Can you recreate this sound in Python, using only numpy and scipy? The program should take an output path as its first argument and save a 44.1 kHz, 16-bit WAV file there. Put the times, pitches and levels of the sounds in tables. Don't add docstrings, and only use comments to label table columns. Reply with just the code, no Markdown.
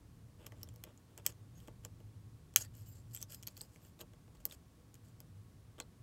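import sys
import numpy as np
from scipy import signal
from scipy.fft import rfft, irfft, next_fast_len
from scipy.io import wavfile

SR = 44100
rng = np.random.default_rng(int(sys.argv[2]) if len(sys.argv) > 2 else 0)


def master(y):
    cut = np.clip(np.atleast_2d(y).T, -1, 1)
    pcm = np.round(cut * 32767)
    wavfile.write(sys.argv[1], SR, pcm.astype(np.int16))


N = 265658

# start in seconds, nominal level in dB, thud into the vise in dB,
# brightness (tilt from low ring to top ring) in dB, ping of the blade in Hz, ping over the level in dB.
CLICK_EVENTS = [(.4625, -38.5, -30, -6, 3100, -15), (0.4655, -30.5, -23, 1.5, 12900, -8),
                (0.5207, -44, -7, -2, 2000, -2.5), (.6311, -34.5, -19.5, 26, 5470, -2.5),
                (0.6744, -55.5, -2, 10, 3530, -3), (0.688, -43.5, -35, -8, 7270, -4.5),
                (0.739, -51, -10, 7, 13000, -15), (0.7598, -45.5, -15, 9, 6950, -10),
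                (.838, -30.5, -26.5, -2, 3230, -30), (0.9754, -53.5, -18, 6, 7030, 1),
                (1.1766, -33.5, -19.5, 10, 7540, -8.5), (1.2634, -10.5, -41.5, 7, 7830, -7.5),
                (1.2907, -44, -23, -5, 7640, -4), (1.3227, -51.5, -14, -7, 6650, -1),
                (1.602, -52, -27, 2, 3130, -4), (1.6745, -40, -38, -4, 6600, -20),
                (1.681, -43, -2, -6, 3060, -11), (1.849, -29.5, -20.5, 6.5, 7170, -8),
                (2.0026, -52.5, -4, 7, 2990, -9), (2.5382, -45.5, -20, 4, 7860, -15),
                (2.5603, 0.5, -70, 7.5, 6600, -14), (2.5859, -37, -27.5, 26, 8200, -7),
                (2.6466, -40.5, -30, -3, 4620, -20), (2.752, -48.5, -34.5, 19, 7220, -9),
                (3.1477, -30, -51.5, 13, 12950, -3), (3.1534, -42, -40.5, 12, 7860, 2),
                (3.163, -37, -35, -3, 7650, 1), (3.1728, -36, -33, -3, 7850, -2),
                (3.2148, -37, -45, 14, 7810, -4), (3.2264, -28.5, -31, 18, 6300, -5),
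                (3.3217, -34.5, -45, 0.5, 11800, -7), (3.3458, -32, -42, 11, 11900, -15),
                (3.4266, -38.5, -46, 10, 5540, -9), (3.4315, -35, -38, 2, 6960, -12),
                (3.469, -39, -42, 5, 11800, -4), (3.473, -26.5, -34, 13, 11800, -3.5),
                (3.4816, -37.5, -26, -8, 6530, -3), (3.568, -37.5, -29, 9, 4550, -8),
                (3.5756, -37.5, -25.5, 10, 7000, -13), (3.6093, -45.5, -20, 2, 4480, 9.5),
                (3.6139, -37.5, -15, 19, 8050, 5), (3.7594, -47, -12, 4.5, 2190, -5),
                (3.9906, -49.5, -10, 9, 3640, -7.5), (4.0072, -42.5, -11, 17.5, 3940, -1),
                (4.0119, -31.5, -19, 3, 13100, -11), (4.1342, -49, -9, -3, 2930, -16),
                (4.278, -57, -3, -8, 2990, -9.5), (4.349, -53.5, -5.5, -3.5, 4530, -10.5),
                (4.37, -57.5, -11, -3.5, 4300, -6.5), (4.4532, -20.5, -30, 23.5, 13760, -4),
                (4.498, -51, -23.5, 5.5, 3020, -10), (4.5112, -42.5, -24, 2, 3580, 2),
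                (4.523, -39, -38, -6, 12500, -7), (4.942, -43.5, -32.5, 7, 7020, -8),
                (4.953, -44, -29.5, 10, 7600, -16.5), (5.203, -36, -21.5, 17, 5120, -12),
                (5.782, -49, -2, -1, 3160, -6), (5.8006, -26, -20, -10.5, 7720, -9)]
# pitch in Hz, width in Hz, relative level in dB.
LOCK_MODES = [(347, 76, -7.5), (485.5, 37, -11), (607, 56, -10), (837.5, 120, -6), (1147, 160, -5),
              (1556, 295, -2.5), (2002, 130, -10), (2580, 280, -4), (3302, 380, 0), (3890, 380, -10),
              (4656, 480, -9), (5770, 460, -9), (6600, 620, -3.5), (7850, 850, -1), (8950, 700, -13.5),
              (9920, 550, -11), (11540, 810, -1.5), (13100, 710, -2), (14200, 600, -16.5),
              (15100, 500, -13)]


def from_db(db):
    return 10 ** (np.asarray(db) / 20)


def rms_one(x):
    return x / np.sqrt(np.mean(x ** 2) + 1e-20)


def at_hz(points, hz):
    point_hz, point_db = np.array(points).T
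    return np.interp(np.log(hz), np.log(point_hz), point_db)


def drift(rate_hz):
    pole = np.exp(-80 * np.pi * rate_hz / SR)
    noise = rng.standard_normal(N // 40 + 2002)
    slow = signal.lfilter([1], [1, -2 * pole, pole * pole], noise)[2000:]
    return np.interp(np.arange(N) / 40, np.arange(len(slow)), rms_one(slow))


def ring(force, hz, width_hz):
    radius, angle = np.exp(-np.pi * width_hz / SR), 2 * np.pi * hz / SR
    poles = [1, -2 * radius * np.cos(angle), radius * radius]
    rung = signal.lfilter([0, np.sin(angle)], poles, force + 1e-18)
    band_hz = [hz / 1.4, min(hz * 1.4, .45 * SR)]
    return signal.lfilter(*signal.butter(1, band_hz, "band", fs=SR), rung)


def swell(count, edge):
    return signal.windows.tukey(count, np.clip(edge, 0, 1))


def room_noise():
    # frequency in Hz, relative density in dB.
    room_spectrum = [(12, -55), (20, -18), (38, -1.5), (70, -2), (106, -10.5), (282, -21), (342, -25.5),
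                     (439, -29.5), (478, -29.5), (565, -33), (1070, -37), (1160, -37.5), (2470, -43.5),
                     (8640, -46), (15500, -51.5)]
    # time in seconds, level in dB rms.
    hum_levels = [(0, -57), (.7, -57.5), (1.05, -64), (1.4, -57), (1.75, -60), (2.1, -55), (2.38, -55),
                  (2.47, -63.5), (2.6, -54), (3.2, -56), (3.4, -61.5), (3.9, -67), (4.1, -62.5),
                  (4.7, -68.5), (5.2, -60), (6.02, -59.5)]
    # pitch in Hz, width in Hz, level in dB rms.
    wavering_hums = [(163.5, 17, -72), (481.8, 15, -88)]
    # pitch in Hz, level in dB rms.
    whine_tones = [(1105, -87.5)]
    rumble_db, rumble_follows = -68.5, .4
    hiss_db, waver_db = -66.5, 2.0

    t = np.arange(N) / SR
    hum_db = np.interp(t, *np.transpose(hum_levels))
    hz = np.maximum(np.arange(N // 2 + 1) * SR / N, 1)
    noise = rfft(rng.standard_normal(N)) * from_db(at_hz(room_spectrum, hz))
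    low_share = 1 / (1 + (hz / 200) ** 4)
    rumble = rms_one(irfft(noise * np.sqrt(low_share), N))
    hiss = rms_one(irfft(noise * np.sqrt(1 - low_share), N))

    uneven_db = rumble_follows * (hum_db - hum_db.mean())
    rumble = from_db(rumble_db + uneven_db + 2.7 * drift(2.5)) * rumble
    white = rng.standard_normal((2, N))
    hum = from_db(hum_db) * rms_one(ring(white[0], 108.6, 21))
    hums = sum(from_db(db + waver_db * drift(1.0)) * rms_one(ring(white[1], pitch_hz, width_hz))
               for pitch_hz, width_hz, db in wavering_hums)
    whine = sum(from_db(db) * np.sqrt(2) * np.sin(2 * np.pi * tone_hz * t) for tone_hz, db in whine_tones)
    return rumble + hum + hums + from_db(hiss_db) * hiss + whine


def steel_on_brass():
    grains_per_s, grain_spread_db = 4500, 3.8
    top_db = -4.5
    sizes = from_db(grain_spread_db * np.minimum(rng.exponential(1, N), 5)) * rng.choice([-1, 1], N)
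    grains = sizes * (rng.random(N) < grains_per_s / SR) * from_db(2.2 * drift(90))
    parts = []
    for low_hz, high_hz in ((0, 1400), (1400, 4300), (4300, 9000), (9000, 20000)):
        part = np.zeros(N)
        for k, (hz, width_hz, db) in enumerate(LOCK_MODES):
            if low_hz < hz < high_hz:
                damping = 2.6 if hz > 700 else 1
                part += (-1) ** k * from_db(db) * ring(grains, hz, width_hz * damping)
        parts.append(rms_one(part))
    vise, low, middle, top = parts
    return vise, low, middle + from_db(top_db) * top


def strokes(vise, low, bright):
    # start in seconds, end in seconds, level of the middle modes in dB,
    # rise over the stroke in dB, weight into the vise in dB.
    pick_strokes = [(0.368, 0.501, -78, -10, 16.5), (0.53, 0.657, -77, 12, 8),
                    (0.827, 0.938, -83.5, -7, 20), (1.08, 1.165, -89, -6, 17),
                    (1.168, 1.211, -73, -7, 15.5), (1.237, 1.277, -65, 15, 5), (1.267, 1.329, -61.5, -2, 1),
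                    (1.51, 1.73, -76.5, -7, 2.5), (1.827, 1.877, -75, 5, 11), (2.566, 2.628, -52, 6, -7.5),
                    (2.608, 2.63, -43.5, 2, -12.5), (2.615, 2.67, -62, -20, -9), (2.728, 2.779, -71, 1, -7),
                    (2.757, 2.854, -70.5, -0.5, -5.5), (2.831, 2.91, -69, 0, -13),
                    (2.889, 3.045, -73, -0.5, -9), (3.02, 3.12, -83, -2, -7), (3.088, 3.189, -67, 16, -12),
                    (3.167, 3.244, -66, 23, -4), (3.27, 3.361, -61, 26.5, -6.5), (3.352, 3.43, -82, -4, -6),
                    (3.488, 3.553, -76, -15, -6), (3.533, 3.697, -67, -8, -6.5),
                    (3.66, 3.805, -76.5, 8, -6.5), (3.778, 3.928, -73, 2.5, -0.5),
                    (3.986, 4.027, -59.5, 13.5, 4.5), (4.339, 4.378, -80, -8, 7),
                    (4.397, 4.421, -73.5, -4, 3), (4.478, 4.53, -67, 6, -0.5), (4.512, 4.556, -61, 4, -5),
                    (5.019, 5.122, -77, -4, -6.5), (5.779, 5.82, -77, -12, 18)]
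    low_db, low_follows = -5, 0.73
    vise_db = -3.5
    out = np.zeros(N)
    for start, end, level_db, rise_db, weight_db in pick_strokes:
        span = slice(round(start * SR), round(end * SR))
        count = span.stop - span.start
        pressure = from_db(level_db + rise_db * np.linspace(-.5, .5, count)) * swell(count, edge=0.84)
        low_part = from_db(low_db + low_follows * weight_db) * low[span]
        vise_part = from_db(vise_db + weight_db) * vise[span]
        out[span] += pressure * (bright[span] + low_part + vise_part)
    return out


def echoes(x):
    t60_s, wall_cut_hz = 0.065, 15000
    size = next_fast_len(N + SR)
    w = 2 * np.pi * np.arange(size // 2 + 1) / size
    dull = 1 / (1 + 1j * w * SR / (2 * np.pi * wall_cut_hz))
    answer = 0
    for k, lag_s in enumerate(rng.uniform(0.0026, .02, 10)):
        loop = from_db(-60 * lag_s / t60_s) * dull * np.exp(-1j * w * round(lag_s * SR))
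        answer = answer + (-1) ** k * loop / (1 - loop)
    return irfft(rfft(x, size) * answer, size)[:N]


def clicks():
    ring_hz = [600, 3000, 6800, 12500]
    outer_ring_db, middle_ring_db = -17.5, -12.5
    chatter_ms, chatter_spread = .66, .1
    ping_width_hz = 280
    rows = np.array(CLICK_EVENTS)
    t_ms = np.arange(400) * 1000 / SR
    chance = rng.standard_normal((len(rows), 401))
    length_ms = np.clip(chatter_ms * np.exp(chatter_spread * chance[:, :1]), .05, 4)
    shape = t_ms / length_ms * np.exp(-t_ms / length_ms)
    chatter = shape * chance[:, 1:]
    chatter = chatter / np.sqrt(np.sum(chatter ** 2, axis=1, keepdims=True))
    height = (length_ms[:, 0] * SR / 1000).astype(int)
    chatter[np.arange(len(rows)), height] = 2.2
    at = (np.round(rows[:, :1] * SR).astype(int) + np.arange(400)).ravel()

    out = np.zeros(N)
    for hz, width_hz, mode_db in LOCK_MODES:
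        colour_db = []
        for thud_db, bright_db in rows[:, 2:4]:
            ring_db = [thud_db, outer_ring_db - bright_db / 2, middle_ring_db, outer_ring_db + bright_db / 2]
            colour_db.append(np.interp(np.log(hz), np.log(ring_hz), ring_db))
        gain = from_db(rows[:, 1] + colour_db + mode_db + 7.0 + rng.normal(0, 0.89, len(rows)))
        strength = np.abs(chatter @ np.exp(-2j * np.pi * hz * t_ms / 1000))
        gain = gain / np.maximum(strength, .5)
        force = np.bincount(at, (chatter * gain[:, None]).ravel(), N)
        out += ring(force, hz, width_hz)

    for s, level_db, *_, ping_hz, ping_db in CLICK_EVENTS:
        start = round(s * SR)
        ping = ring(np.arange(2000) == 20, ping_hz, ping_width_hz)
        out[start:start + 2000] += from_db(level_db + ping_db) * ping
    return out


def rattle_and_grumble(vise, low, bright):
    rattle_db, rattle_t60_s = -29, 0.036
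    grumble_db, grumble_t60_s = -12.5, .14
    grumble_delay_s, length_s = .006, 0.074
    after_s = np.arange(round(length_s * SR)) / SR
    out = np.zeros(N)
    for s, level_db, thud_db, *_ in CLICK_EVENTS:
        start = round(s * SR)
        span = slice(start, start + len(after_s))
        rattle = from_db(level_db + rattle_db - 60 * after_s / rattle_t60_s)
        out[span] += rattle * (bright[span] + from_db(-10.5) * low[span])
        late = round((s + grumble_delay_s) * SR)
        span = slice(late, late + len(after_s))
        grumble = from_db(level_db + thud_db + grumble_db - 60 * after_s / grumble_t60_s)
        out[span] += grumble * vise[span] * swell(len(after_s), edge=.3)
    return out


def squeaks():
    # start in seconds, end in seconds, pitch in Hz, level in dB rms before the soft edges.
    blade_squeaks = [(1.55, 1.59, 6570, -72), (1.564, 1.653, 13000, -80), (2.609, 2.627, 6600, -47),
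                     (2.637, 2.669, 1840, -70.5), (2.64, 2.669, 4600, -70), (2.737, 2.772, 2935, -78),
                     (2.762, 2.831, 12900, -71), (2.855, 3.025, 7420, -74), (2.863, 2.933, 14240, -67),
                     (2.85, 2.901, 2950, -79.5), (2.9, 2.94, 12900, -75), (2.901, 2.95, 4930, -81),
                     (3.13, 3.238, 7600, -61.5), (3.131, 3.193, 13100, -61.5), (3.147, 3.24, 6000, -66),
                     (3.16, 3.25, 3520, -72), (3.314, 3.361, 11800, -59), (3.278, 3.407, 5070, -74.5),
                     (3.35, 3.418, 7200, -77), (3.325, 3.412, 13100, -74), (3.468, 3.49, 4430, -56),
                     (3.587, 3.663, 5000, -70.5), (3.616, 3.674, 13900, -75), (3.8, 3.901, 13500, -77),
                     (5.798, 5.826, 4180, -61)]
    width_hz = 130
    rub = rng.standard_normal(N) * from_db(4.5 * drift(40))
    out = np.zeros(N)
    for start, end, hz, level_db in blade_squeaks:
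        span = slice(round(start * SR), round(end * SR))
        tone = ring(rub[span], hz, width_hz)
        out[span] += from_db(level_db) * rms_one(tone) * swell(len(tone), edge=0.17)
    return out


def scene():
    echo_db = -17
    vise, low, bright = steel_on_brass()
    lock = strokes(vise, low, bright) + clicks() + rattle_and_grumble(vise, low, bright) + squeaks()
    return (lock + from_db(echo_db) * echoes(lock) + room_noise())[None]


def record(dry):
    cutoff_hz = 16300
    thin = signal.sosfilt(signal.butter(2, 33, "high", fs=SR, output="sos"), dry)
    return signal.sosfilt(signal.cheby2(18, 60, cutoff_hz, fs=SR, output="sos"), thin)


dry = scene()
out = record(dry)
master(out)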